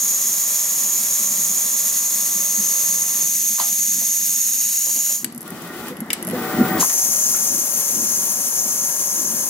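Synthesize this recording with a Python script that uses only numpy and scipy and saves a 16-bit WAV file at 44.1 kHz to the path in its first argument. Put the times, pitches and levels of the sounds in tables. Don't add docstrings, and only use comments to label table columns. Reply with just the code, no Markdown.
import sys
import numpy as np
from scipy import signal
from scipy.fft import rfft, irfft
from scipy.io import wavfile
from scipy.ndimage import uniform_filter1d, map_coordinates

SR = 44100
rng = np.random.default_rng(int(sys.argv[2]) if len(sys.argv) > 2 else 0)


def wav_record(signal):
    frames = np.transpose(np.atleast_2d(signal))
    bounded = np.clip(frames, -1, 1)
    quanta = np.round(bounded * 32767).astype(np.int16)
    wavfile.write(sys.argv[1], SR, quanta)


N = 418509
TIME = np.arange(N) / SR
HZ = np.fft.rfftfreq(N, 1 / SR)

# frequency_hz, level_db
JET_COLOUR_HEAD = [(880, -36.5), (1500, -33.5), (2000, -24.5), (2770, -26), (4330, -21.5), (4730, -20),
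                   (5490, -14), (6630, 1.5), (6890, -1), (7690, -15.5), (9560, -10.5), (10700, -15),
                   (11600, -7.5), (12400, -7), (14600, -18), (15600, -18)]
JET_COLOUR_PANEL = [(1180, -23), (2000, -20), (4010, -22), (4380, -14.5), (4850, -14.5), (5200, -6),
                    (5550, -5.5), (5950, 2), (6150, -5), (6330, 9), (6520, 6), (6650, 3), (6820, 5),
                    (7150, 0), (8250, -11.5), (9050, -6), (10100, -6.5), (11300, -4), (11650, -0.5),
                    (11930, -1), (12180, -7), (12380, -5), (12600, -11), (12900, -9.5), (15700, -15)]
# [frequency_hz, left_minus_right_db]
PORTS_HEAD = (0.014, [(250, 1), (1000, 0.64), (4000, 0.93), (6600, 0.8), (9000, 1), (12000, 0.5),
              (15000, 1.5)], [(60, 0.0), (110, 0.0), (200, 11), (380, 0), (700, -0.5), (1290, 0.5),
              (2380, -1), (4400, 0), (8120, -2.5), (15000, 2)])
PORTS_PANEL = (0.11, [(250, 0.97), (2000, 0.64), (6500, 0.65), (15000, 0.19)], [(60, -3), (110, -2),
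               (200, -2), (380, -0.5), (700, 0), (1290, 0.5), (2380, -1), (4400, 3), (8120, 4),
               (15000, 10)])
PORTS_PAUSE = (0.087, [(30, .6), (90, 1), (250, 0.96), (700, 0.97), (2000, 0.38), (4000, 0.097)],
               [(60, 0.69), (240, 0.55), (950, 0.5), (3770, 1.7), (15000, 8.4)])
# time_s, delay_ms, strength
TABLE_ECHO = [(4.1, .775, 0), (4.4, .745, .22), (4.9, .712, .28), (5.24, .69, .22)]
# left_delay_ms, right_delay_ms, strength
HEAD_ECHOES = [(.454, .508, .08), (1.146, 1.384, .16), (1.384, 1.214, .09), (1.64, 1.508, .09),
               (1.93, 1.114, .11), (2.086, 1.66, .08)]
PANEL_ECHOES = [(1.778, 1.878, .11), (2.1, 2.232, .1), (2.342, .97, .08), (2.024, 2.72, .07)]
# time_s, delay_ratio
ECHO_STRETCH = [(0, 1.07), (1.4, 1.06), (2, 1.03), (2.8, 1), (4.25, .996), (4.65, .935), (5.24, .885)]
# time_s, pitch_ratio
NOZZLE_BEND = [(0, 1.003), (1.85, 1.012), (2.5, .993), (3.9, .997), (4.6, .992), (5.15, 1.004)]
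# frequency_hz, level_db
WHIRR_COLOUR_HEAD = [(160, -18.5), (280, -9.5), (370, -2.5), (499, -5.5), (579, 0.5), (718, -3), (788, -6),
                     (1140, -0.5), (1420, -7.5), (2020, -7), (2600, -23), (3380, -23), (5720, -120)]
WHIRR_COLOUR_PANEL = [(160, -23), (280, -7), (485, -1), (585, 1), (834, -2.5), (941, -2), (1190, -2),
                      (1680, -8.5), (2600, -37), (3380, -51), (5720, -120)]
# pitch_hz, level_db
DRIVE_TONES_HEAD = [(371.4, -64.5), (468.3, -65.5), (576.0, -61), (694.4, -64), (732.1, -62.5),
                    (882.9, -65.5), (963.6, -60), (1016, -72), (1109, -57.5), (1123, -60), (1190, -61),
                    (1335, -60.5), (1922, -61.5)]
DRIVE_TONES_PANEL = [(521, -56), (576.0, -50.5), (600, -53), (748.3, -51), (882.9, -58), (915, -55),
                     (963.6, -53.5), (1044, -52.5), (1669, -55)]
# frequency_hz, level_db
RUMBLE_COLOUR_HEAD = [(25, -55), (50, -48), (80, -20), (120, -18.5), (180, -0.5), (240, -0.5), (285, -14),
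                      (350, -11), (450, -23.5), (730, -70)]
RUMBLE_COLOUR_BEYOND = [(25, -55), (50, -45), (80, -15.5), (120, -14), (170, -3), (240, 0.5), (285, -7.5),
                        (340, -4.5), (450, -16), (730, -53)]
# top_s, half_length_s, level_db
RUMBLE_BUMPS = [(0.857, 0.026, -49), (1.366, 0.17, -47), (2.38, 0.031, -43), (2.605, 0.026, -41),
                (3.965, 0.065, -43), (5.25, 0.023, -34.5), (6.341, 0.067, -29), (6.61, 0.036, -16.5),
                (6.75, 0.055, -24), (7.55, 0.055, -36.5), (7.998, 0.055, -32.5), (9.298, 0.063, -35.5)]
# start_s, peak_db, pitch_hz, rise_s
FRAME_THUMPS = [(1.19, -38, 216, 0.016), (1.36, -42.5, 165, 0.05), (2.575, -34, 204.6, .02),
                (2.84, -43, 180, .08), (3.22, -42.5, 162, 0.023), (3.5, -37, 215, .012),
                (4.2, -45, 190.4, .04), (4.865, -46, 306, .015), (4.955, -42, 310, .012),
                (5.246, -31, 235, 0.011), (5.29, -32, 243, 0.009), (5.345, -30, 234, 0.013),
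                (5.485, -33.5, 175, 0.03), (5.62, -32, 174, 0.023), (5.755, -33, 350, 0.014),
                (5.825, -32, 230, .02), (5.91, -31.5, 492, 0.01), (6.016, -20, 224, 0.0069),
                (6.268, -29, 190, 0.014), (6.275, -29, 642, 0.0063), (6.33, -21, 500, 0.0099),
                (6.591, -13, 239, 0.0048), (6.611, -8, 247, 0.0044), (6.71, -23, 181, 0.0088)]
# start_s, ring_db, thud_db, pitch_hz, housing_gain_db, crack_db
HEAD_KNOCKS = [(3.581, -30, -35, 1020, -65, -48), (3.5955, -16, -40, 1006, -37.5, -20),
               (3.6065, -22, -33, 930, -34.5, -36), (4.014, -38, -42.5, 620, -60, -45),
               (4.864, -42, -42.5, 600, -58, -50), (4.892, -37, -46, 915, -59, -45),
               (4.958, -41, -44, 560, -62, -50), (4.982, -41, -45, 850, -60, -50),
               (5.061, -40, -49, 1410, -55, -44), (5.098, -38, -42, 564, -60, -50),
               (6.825, -11, -29, 1030, -42, -37), (6.894, -32, -32.5, 1320, -50, -28),
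               (7.343, -26, -35, 1360, -58, -42)]
# pitch_hz, relative level_db, t60_s
HOUSING_MODES = [(680, 5, 0.31), (811, -6.5, 0.37), (860, -3, 0.2), (1207, -6, 0.4), (1970, -11, .2)]
# frequency_hz, t60_s
HALL_DECAY = [(200, 0.91), (1000, 0.081), (4000, 0.54), (12000, 0.089)]
# top_s, half_length_s, level_db
AIR_SPITS = [(3.61, 0.016, -28), (6.809, 0.018, -24)]
# frequency_hz, level_db
SPIT_COLOUR = [(150, -45), (800, -2), (2000, -4), (4200, 4), (8000, 0), (15000, -0.5)]
# frequency_hz, level_db
SERVO_BODY_COLOUR = [(180, -18), (300, -2), (481, -6), (683, -7), (749, -2.5), (797, -8), (1460, -8),
                     (1670, -12), (2000, -7), (2650, -33), (3500, -28), (4550, -51), (7700, -120)]
SERVO_AIR_COLOUR = [(1470, -38), (2500, 1.5), (2760, -6), (2940, -1), (4820, -5.5), (5750, -6), (11400, -8),
                    (13500, -7.5)]
# start_s, bright_db, clack_db
VALVE_SNAPS = [(5.2445, -20, -31), (6.1035, -32, -17.5), (6.131, -18, -24.5)]
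LINKAGE_CLICKS = [(5.3238, -40, -55), (5.3478, -38, -62), (5.36, -42, -66), (5.3777, -32, -66),
                  (5.4076, -35, -60), (5.4171, -37, -64), (5.428, -38, -64), (5.4774, -36, -60),
                  (5.5045, -36, -60), (5.621, -41, -60), (5.676, -44, -60), (5.883, -33.5, -40),
                  (5.9688, -43, -43), (6.0046, -30, -44), (6.2268, -29, -43), (6.249, -32, -50),
                  (6.27, -29.5, -47), (6.277, -32, -43), (6.2874, -31, -45), (6.2982, -33, -39),
                  (6.31, -33, -42), (6.606, -38, -44), (6.632, -44, -48), (6.657, -38, -46),
                  (6.686, -42, -46)]
# frequency_hz, level_db
SNAP_COLOUR = [(1000, -16), (2000, -2), (3000, -9), (3800, -4), (4900, -3), (7000, -3), (8200, 5),
               (10000, 1), (11200, 5), (12100, 0), (13100, 6), (14200, -9), (16000, -14)]
TICK_COLOUR = [(2650, -30), (4500, -21), (4950, -8), (5680, -8), (7820, -2), (8970, -4), (10400, 5),
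               (11300, 13), (12100, 2), (13500, -7), (16000, -15)]
CLACK_COLOUR = [(200, -27), (710, -18), (1200, -12), (1480, -17), (1780, 1.5), (2480, -5.5), (2930, 4),
                (3270, -6.5), (3560, -8.5), (4430, -19), (4950, -6), (5610, -16), (7860, -13), (9000, -24),
                (11700, -23), (16000, -27)]
# start_s, braking_start_s
SERVO_MOVES = [(5.385, 5.885), (6.28, 6.78)]
# shaft_multiple, first_move_db, second_move_db
SERVO_ORDERS = [(3.55, -54, -35), (4.26, -52, -41), (4.985, -51, -38), (6.37, -53, -39.5), (6.88, -59, -50),
                (8.01, -54, -33.5), (9, -53, -43.5), (12.02, -53, -45), (12.77, -51, -42.5),
                (13.01, -58, -44), (14.2, -55, -47), (15.01, -49.5, -40), (15.93, -55, -43),
                (16.15, -58, -47), (19.2, -60, -48), (19.83, -54, -49), (20.01, -52, -38.5),
                (21.55, -60, -50), (22, -60, -50), (23.95, -66, -54)]
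# shaft_multiple, level_db
CARRIER_SIDEBANDS = [(5, -24), (10, 0), (15, -26), (20, -5)]

JET_SHUT_S, JET_BLEED_S, JET_SEALED_S = 5.15, 0.047, 5.235
JET_OPEN_S, JET_RISE_S, SURGE_DB, SURGE_S = 6.794, 0.016, 4, 0.027
CREEP_S, REST_S, RESUME_S, DRIVE_RAMP_S = 3.23, 5.24, 6.86, 0.05
SERVO_RAMP_S, SERVO_TURNS_PER_S, CARRIER_HZ = 0.08, 93.95, 16180
ARRIVE_FROM_S, ARRIVE_S = 5.22, 6.82
BASS_CUT_HZ, EDGE_HZ = 58, 15800


def amp(db):
    return 10 ** (np.asarray(db) / 20)


def unit(x):
    return x / np.sqrt(np.mean(x ** 2) + 1e-20)


def read(points, hz):
    f, value = np.transpose(points)
    return np.interp(np.log(hz + 1), np.log(f + 1), value)


def add(mix, start_s, sound):
    part = mix[:, round(start_s * SR):][:, :sound.shape[1]]
    part += sound[:, :part.shape[1]]


def drift(rate):
    return unit(irfft(rfft(rng.standard_normal(N)) * np.exp(-(HZ / rate) ** 2), N))


def release(off_s, fade_s):
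    return np.exp(-np.maximum(TIME - off_s, 0) / fade_s)


def gate(on_s, off_s, rise_s, fade_s):
    return np.clip((TIME - on_s) / rise_s, 0, 1) * release(off_s, fade_s)


def swell(top_s, half_s, db):
    return amp(db) * np.exp(-.5 * ((TIME - top_s) / half_s) ** 2)


def approach(db, db_per_s):
    return amp(db + db_per_s * np.minimum(TIME - ARRIVE_S, 0))


def port_spectra(colour, ports):
    lead_ms, likeness, balance = ports
    same = np.clip(read(likeness, HZ), 0, 1)
    tilt_db = read(balance, HZ)
    left, other = rng.standard_normal((2, len(HZ))) + 1j * rng.standard_normal((2, len(HZ)))
    right = same * left + np.sqrt(1 - same ** 2) * other
    right = right * np.exp(-2j * np.pi * HZ * lead_ms / 1000)
    return np.array([left * amp(tilt_db / 2), right * amp(-tilt_db / 2)]) * amp(read(colour, HZ))


def noise(colour, ports):
    return unit(irfft(port_spectra(colour, ports), N))


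def tones(table, wander, flutter_db, count=160):
    knots = np.linspace(0, N / SR, count)
    out = np.zeros(N)
    for hz, db in table:
        bend, flutter = (np.interp(TIME, knots, v) for v in rng.standard_normal((2, count)))
        phase = 2 * np.pi * np.cumsum(hz * (1 + wander * bend)) / SR
        out += amp(db + flutter_db * flutter) * np.sin(phase)
    return np.sqrt(2) * out


def jet(colour, ports, hiss_db, whistle_db, whistle_hz, half_width_hz, flutter_db, sway_db, low_hz):
    air = port_spectra(colour, ports) * HZ / np.hypot(HZ, low_hz)
    nozzle = np.exp(-((HZ - whistle_hz) / half_width_hz) ** 4)
    hiss = unit(irfft(air * (1 - nozzle), N)) * amp(hiss_db + 0.76 * drift(27))
    whistle_level_db = whistle_db + flutter_db * drift(30) + sway_db * drift(1.8)
    whistle = unit(irfft(air * nozzle, N)) * amp(whistle_level_db)
    return hiss, whistle


def bent(x, curve):
    place = np.cumsum(np.interp(TIME, *np.transpose(curve)))
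    return np.array([map_coordinates(side, [place], order=3, mode="mirror") for side in x])


def delayed(x, left_ms, right_ms):
    places = [(TIME - ms / 1000) * SR for ms in (left_ms, right_ms)]
    return np.array([map_coordinates(side, [place], order=3) for side, place in zip(x, places)])


def head_echo(x):
    time_s, delay_ms, strength = np.transpose(TABLE_ECHO)
    table_ms, share = np.interp(TIME, time_s, delay_ms), np.interp(TIME, time_s, strength)
    stretch = np.interp(TIME, *np.transpose(ECHO_STRETCH))
    near = sum(gain * delayed(x, left_ms * stretch, right_ms * stretch)
               for left_ms, right_ms, gain in HEAD_ECHOES)
    return (x + near + share * delayed(x, table_ms, table_ms)) / np.sqrt(1 + share ** 2)


def jet_at_head():
    hiss, whistle = jet(JET_COLOUR_HEAD, PORTS_HEAD, hiss_db=-21.5, whistle_db=-22.0, whistle_hz=6660,
                        half_width_hz=830, flutter_db=0.63, sway_db=0.46, low_hz=300)
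    flow = release(JET_SHUT_S, JET_BLEED_S) * release(JET_SEALED_S, 0.007)
    return head_echo((hiss + bent(whistle, NOZZLE_BEND)) * flow)


def drive(travel_db, creep_db, panel_db):
    travel = release(CREEP_S, DRIVE_RAMP_S)
    creep = (1 - travel) * release(REST_S, DRIVE_RAMP_S)
    near = noise(WHIRR_COLOUR_HEAD, PORTS_HEAD) * (amp(travel_db) * travel + amp(creep_db) * creep)
    near = near + amp(2.5) * tones(DRIVE_TONES_HEAD, wander=0.0012, flutter_db=1.0) * travel
    at_panel = amp(panel_db) * noise(WHIRR_COLOUR_PANEL, PORTS_PANEL)
    at_panel = at_panel + amp(-4.0) * tones(DRIVE_TONES_PANEL, wander=0.00195, flutter_db=4)
    return near + at_panel * np.clip((TIME - RESUME_S) / DRIVE_RAMP_S, 0, 1)


def rumble(head_db, pause_db, panel_db, lumps_db):
    at_head = TIME < ARRIVE_FROM_S
    pause_gain = approach(db=pause_db, db_per_s=7.0)
    bed = np.select([at_head, TIME < ARRIVE_S], [amp(head_db), pause_gain], amp(panel_db))
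    bed = uniform_filter1d(bed, size=2000) * amp(lumps_db * drift(24.0))
    near = uniform_filter1d(at_head * 1.0, size=2000)
    low = near * noise(RUMBLE_COLOUR_HEAD, PORTS_PAUSE)
    low = low + (1 - near) * noise(RUMBLE_COLOUR_BEYOND, PORTS_PAUSE)
    bump_power = sum(swell(*bump) ** 2 for bump in RUMBLE_BUMPS)
    return low * np.sqrt(bed ** 2 + bump_power)


def thumps():
    t, out = np.arange(SR) / SR, np.zeros((2, N))
    for start_s, peak_db, pitch_hz, rise_s in FRAME_THUMPS:
        envelope = amp(peak_db) * t / rise_s * np.exp(1 - t / rise_s)
        sound = envelope * np.sin(2 * np.pi * pitch_hz * t)
        add(out, start_s, np.array([sound, sound]))
    return out


def burst(colour, t60):
    t, hz = np.arange(4096) / SR, np.fft.rfftfreq(4096, 1 / SR)
    snap = irfft(rfft(rng.standard_normal((2, len(t)))) * amp(read(colour, hz)))
    return unit(snap) * amp(-60 * t / t60)


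def knocks(rise_s, thud_t60, crack_t60, sharpness):
    t, out = np.arange(12000) / SR, np.zeros((2, N))
    hz = np.fft.rfftfreq(len(t), 1 / SR)
    housing = sum(amp(db - 60 * t / t60) * np.sin(2 * np.pi * mode_hz * t)
                  for mode_hz, db, t60 in HOUSING_MODES)
    envelope = (t / rise_s * np.exp(1 - t / rise_s)) ** sharpness
    for start_s, ring_db, thud_db, pitch_hz, housing_db, crack_db in HEAD_KNOCKS:
        ring = np.sin(2 * np.pi * pitch_hz * t) * amp(ring_db) * envelope
        band = np.exp(-np.log((hz + 1) / pitch_hz) ** 2 / .5)
        thud = unit(irfft(rfft(rng.standard_normal(len(t))) * band)) * amp(thud_db - 60 * t / thud_t60)
        sound = ring + (thud + housing * amp(housing_db)) * np.minimum(t / rise_s, 1)
        add(out, start_s, np.array([sound, sound]))
        add(out, start_s + rise_s / 2, amp(crack_db) * burst(SPIT_COLOUR, crack_t60))
    return out


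def hall(x):
    hz, t, z = signal.stft(rng.standard_normal((2, SR // 2)), SR, nperseg=256)
    decay = amp(-60 * t / read(HALL_DECAY, hz)[:, None])
    tail = signal.istft(z * decay, SR, nperseg=256)[1]
    return signal.fftconvolve(x, tail / np.linalg.norm(tail[0]), axes=1)[:, :N]


def spits():
    return noise(SPIT_COLOUR, PORTS_HEAD) * sum(swell(*spit) for spit in AIR_SPITS)


def servo_speed():
    return sum(np.clip((TIME - start_s) / SERVO_RAMP_S, 0, 1) - np.clip((TIME - brake_s) / SERVO_RAMP_S, 0, 1)
               for start_s, brake_s in SERVO_MOVES)


def chatter(per_s, size_db, ring_hz, width_hz):
    taps = (rng.random(N) < per_s / SR) * (.5 + rng.random(N))
    t = np.arange(400) / SR
    ring = np.exp(-np.pi * width_hz * t) * np.sin(2 * np.pi * ring_hz * t)
    return signal.oaconvolve(taps, ring)[:N] * amp(size_db) * amp([[2], [-2]])


def motor_tones(speed, first_db, second_db, swell_db_per_s):
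    second = TIME > SERVO_MOVES[1][0]
    table = [(order * SERVO_TURNS_PER_S * speed, np.where(second, db2 + second_db, db1 + first_db))
             for order, db1, db2 in SERVO_ORDERS]
    lines = tones(table, wander=0.0014, flutter_db=3.5, count=260)
    middle_s = np.where(second, np.mean(SERVO_MOVES[1]), np.mean(SERVO_MOVES[0]))
    from_middle_s = np.clip(TIME - middle_s, -.5, .5)
    direct = np.array([lines, lines]) * speed ** 2 * amp(swell_db_per_s * from_middle_s)
    return direct + amp(-10.5) * hall(direct)


def servo(speed, idle_body_db, body_lift_db, idle_air_db, wind_up_db):
    pause = gate(ARRIVE_FROM_S, ARRIVE_S, rise_s=0.0084, fade_s=0.039)
    motor = motor_tones(speed, first_db=-0.5, second_db=-1.5, swell_db_per_s=13)
    effort = amp(idle_body_db + body_lift_db * speed) + swell(top_s=6.29, half_s=0.032, db=wind_up_db)
    body = noise(SERVO_BODY_COLOUR, PORTS_PAUSE) * approach(db=-24.5, db_per_s=11.0) * effort
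    air = noise(SERVO_AIR_COLOUR, PORTS_PAUSE) * amp(idle_air_db * (1 - speed) + 1.2 * drift(25))
    ticks = chatter(per_s=80, size_db=9.5, ring_hz=11500, width_hz=570) * amp(-12.5 + 5 * speed)
    return pause * (motor + body + (air + ticks) * approach(db=-30.0, db_per_s=8.0))


def clicks(table, colour, tick_db, clack_db, tick_t60, clack_t60):
    out = np.zeros((2, N))
    for start_s, bright_db, low_db in table:
        tick = amp(bright_db + tick_db) * burst(colour, tick_t60)
        clack = amp(low_db + clack_db) * burst(CLACK_COLOUR, clack_t60)
        add(out, start_s, tick + clack)
    return out * amp([[1], [-1]])


def whine(speed):
    table = [(CARRIER_HZ - order * SERVO_TURNS_PER_S * speed, db) for order, db in CARRIER_SIDEBANDS]
    lines = tones(table, wander=.0001, flutter_db=.5)
    return lines * speed ** 4 * approach(db=-31.0, db_per_s=21.0) * amp([[3], [-3]])


def panel_echo(x):
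    comb = sum(gain * np.exp(-2j * np.pi * HZ * np.array([[left_ms], [right_ms]]) / 1000)
               for left_ms, right_ms, gain in PANEL_ECHOES)
    return irfft(rfft(x) * (1 + comb), N)


def jet_at_panel(hiss_sag_db_per_s, whistle_sag_db_per_s):
    hiss, whistle = jet(JET_COLOUR_PANEL, PORTS_PANEL, hiss_db=-20.5, whistle_db=-22.0, whistle_hz=6400,
                        half_width_hz=1970, flutter_db=1.0, sway_db=1.07, low_hz=100)
    age = np.maximum(TIME - JET_OPEN_S, 0)
    surge = amp(SURGE_DB * np.exp(-np.maximum(age - JET_RISE_S, 0) / SURGE_S))
    flow = np.minimum(age / JET_RISE_S, 1) * surge
    sagging = hiss * amp(-hiss_sag_db_per_s * age) + whistle * amp(-whistle_sag_db_per_s * age)
    return panel_echo(flow * sagging)


def scene():
    speed = servo_speed()
    air = jet_at_head() + spits() + jet_at_panel(hiss_sag_db_per_s=1.08, whistle_sag_db_per_s=0.75)
    motors = drive(travel_db=-44.0, creep_db=-51.5, panel_db=-41.5) + whine(speed)
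    motors = motors + servo(speed, idle_body_db=-6.0, body_lift_db=4.0, idle_air_db=-11.5, wind_up_db=-22)
    lows = rumble(head_db=-49.0, pause_db=-31.5, panel_db=-44, lumps_db=2.5) + thumps()
    snaps = clicks(VALVE_SNAPS, SNAP_COLOUR, tick_db=8.0, clack_db=5.0, tick_t60=0.027, clack_t60=0.04)
    snaps = snaps + clicks(LINKAGE_CLICKS, TICK_COLOUR, tick_db=9.5, clack_db=5.5, tick_t60=0.02, clack_t60=0.047)
    raps = knocks(rise_s=0.0045, thud_t60=0.2, crack_t60=0.06, sharpness=7.5)
    return air + motors + lows + snaps + raps + hall(amp(-12.0) * snaps + amp(-7.0) * raps)


def record(dry):
    thinned = irfft(rfft(dry) * HZ ** 2 / np.hypot(HZ ** 2, BASS_CUT_HZ ** 2), N)
    band_limit = signal.firwin(1023, EDGE_HZ, window=("kaiser", 9), fs=SR)
    return signal.oaconvolve(thinned, band_limit[None], "same")


dry = scene()
out = record(dry)
wav_record(out)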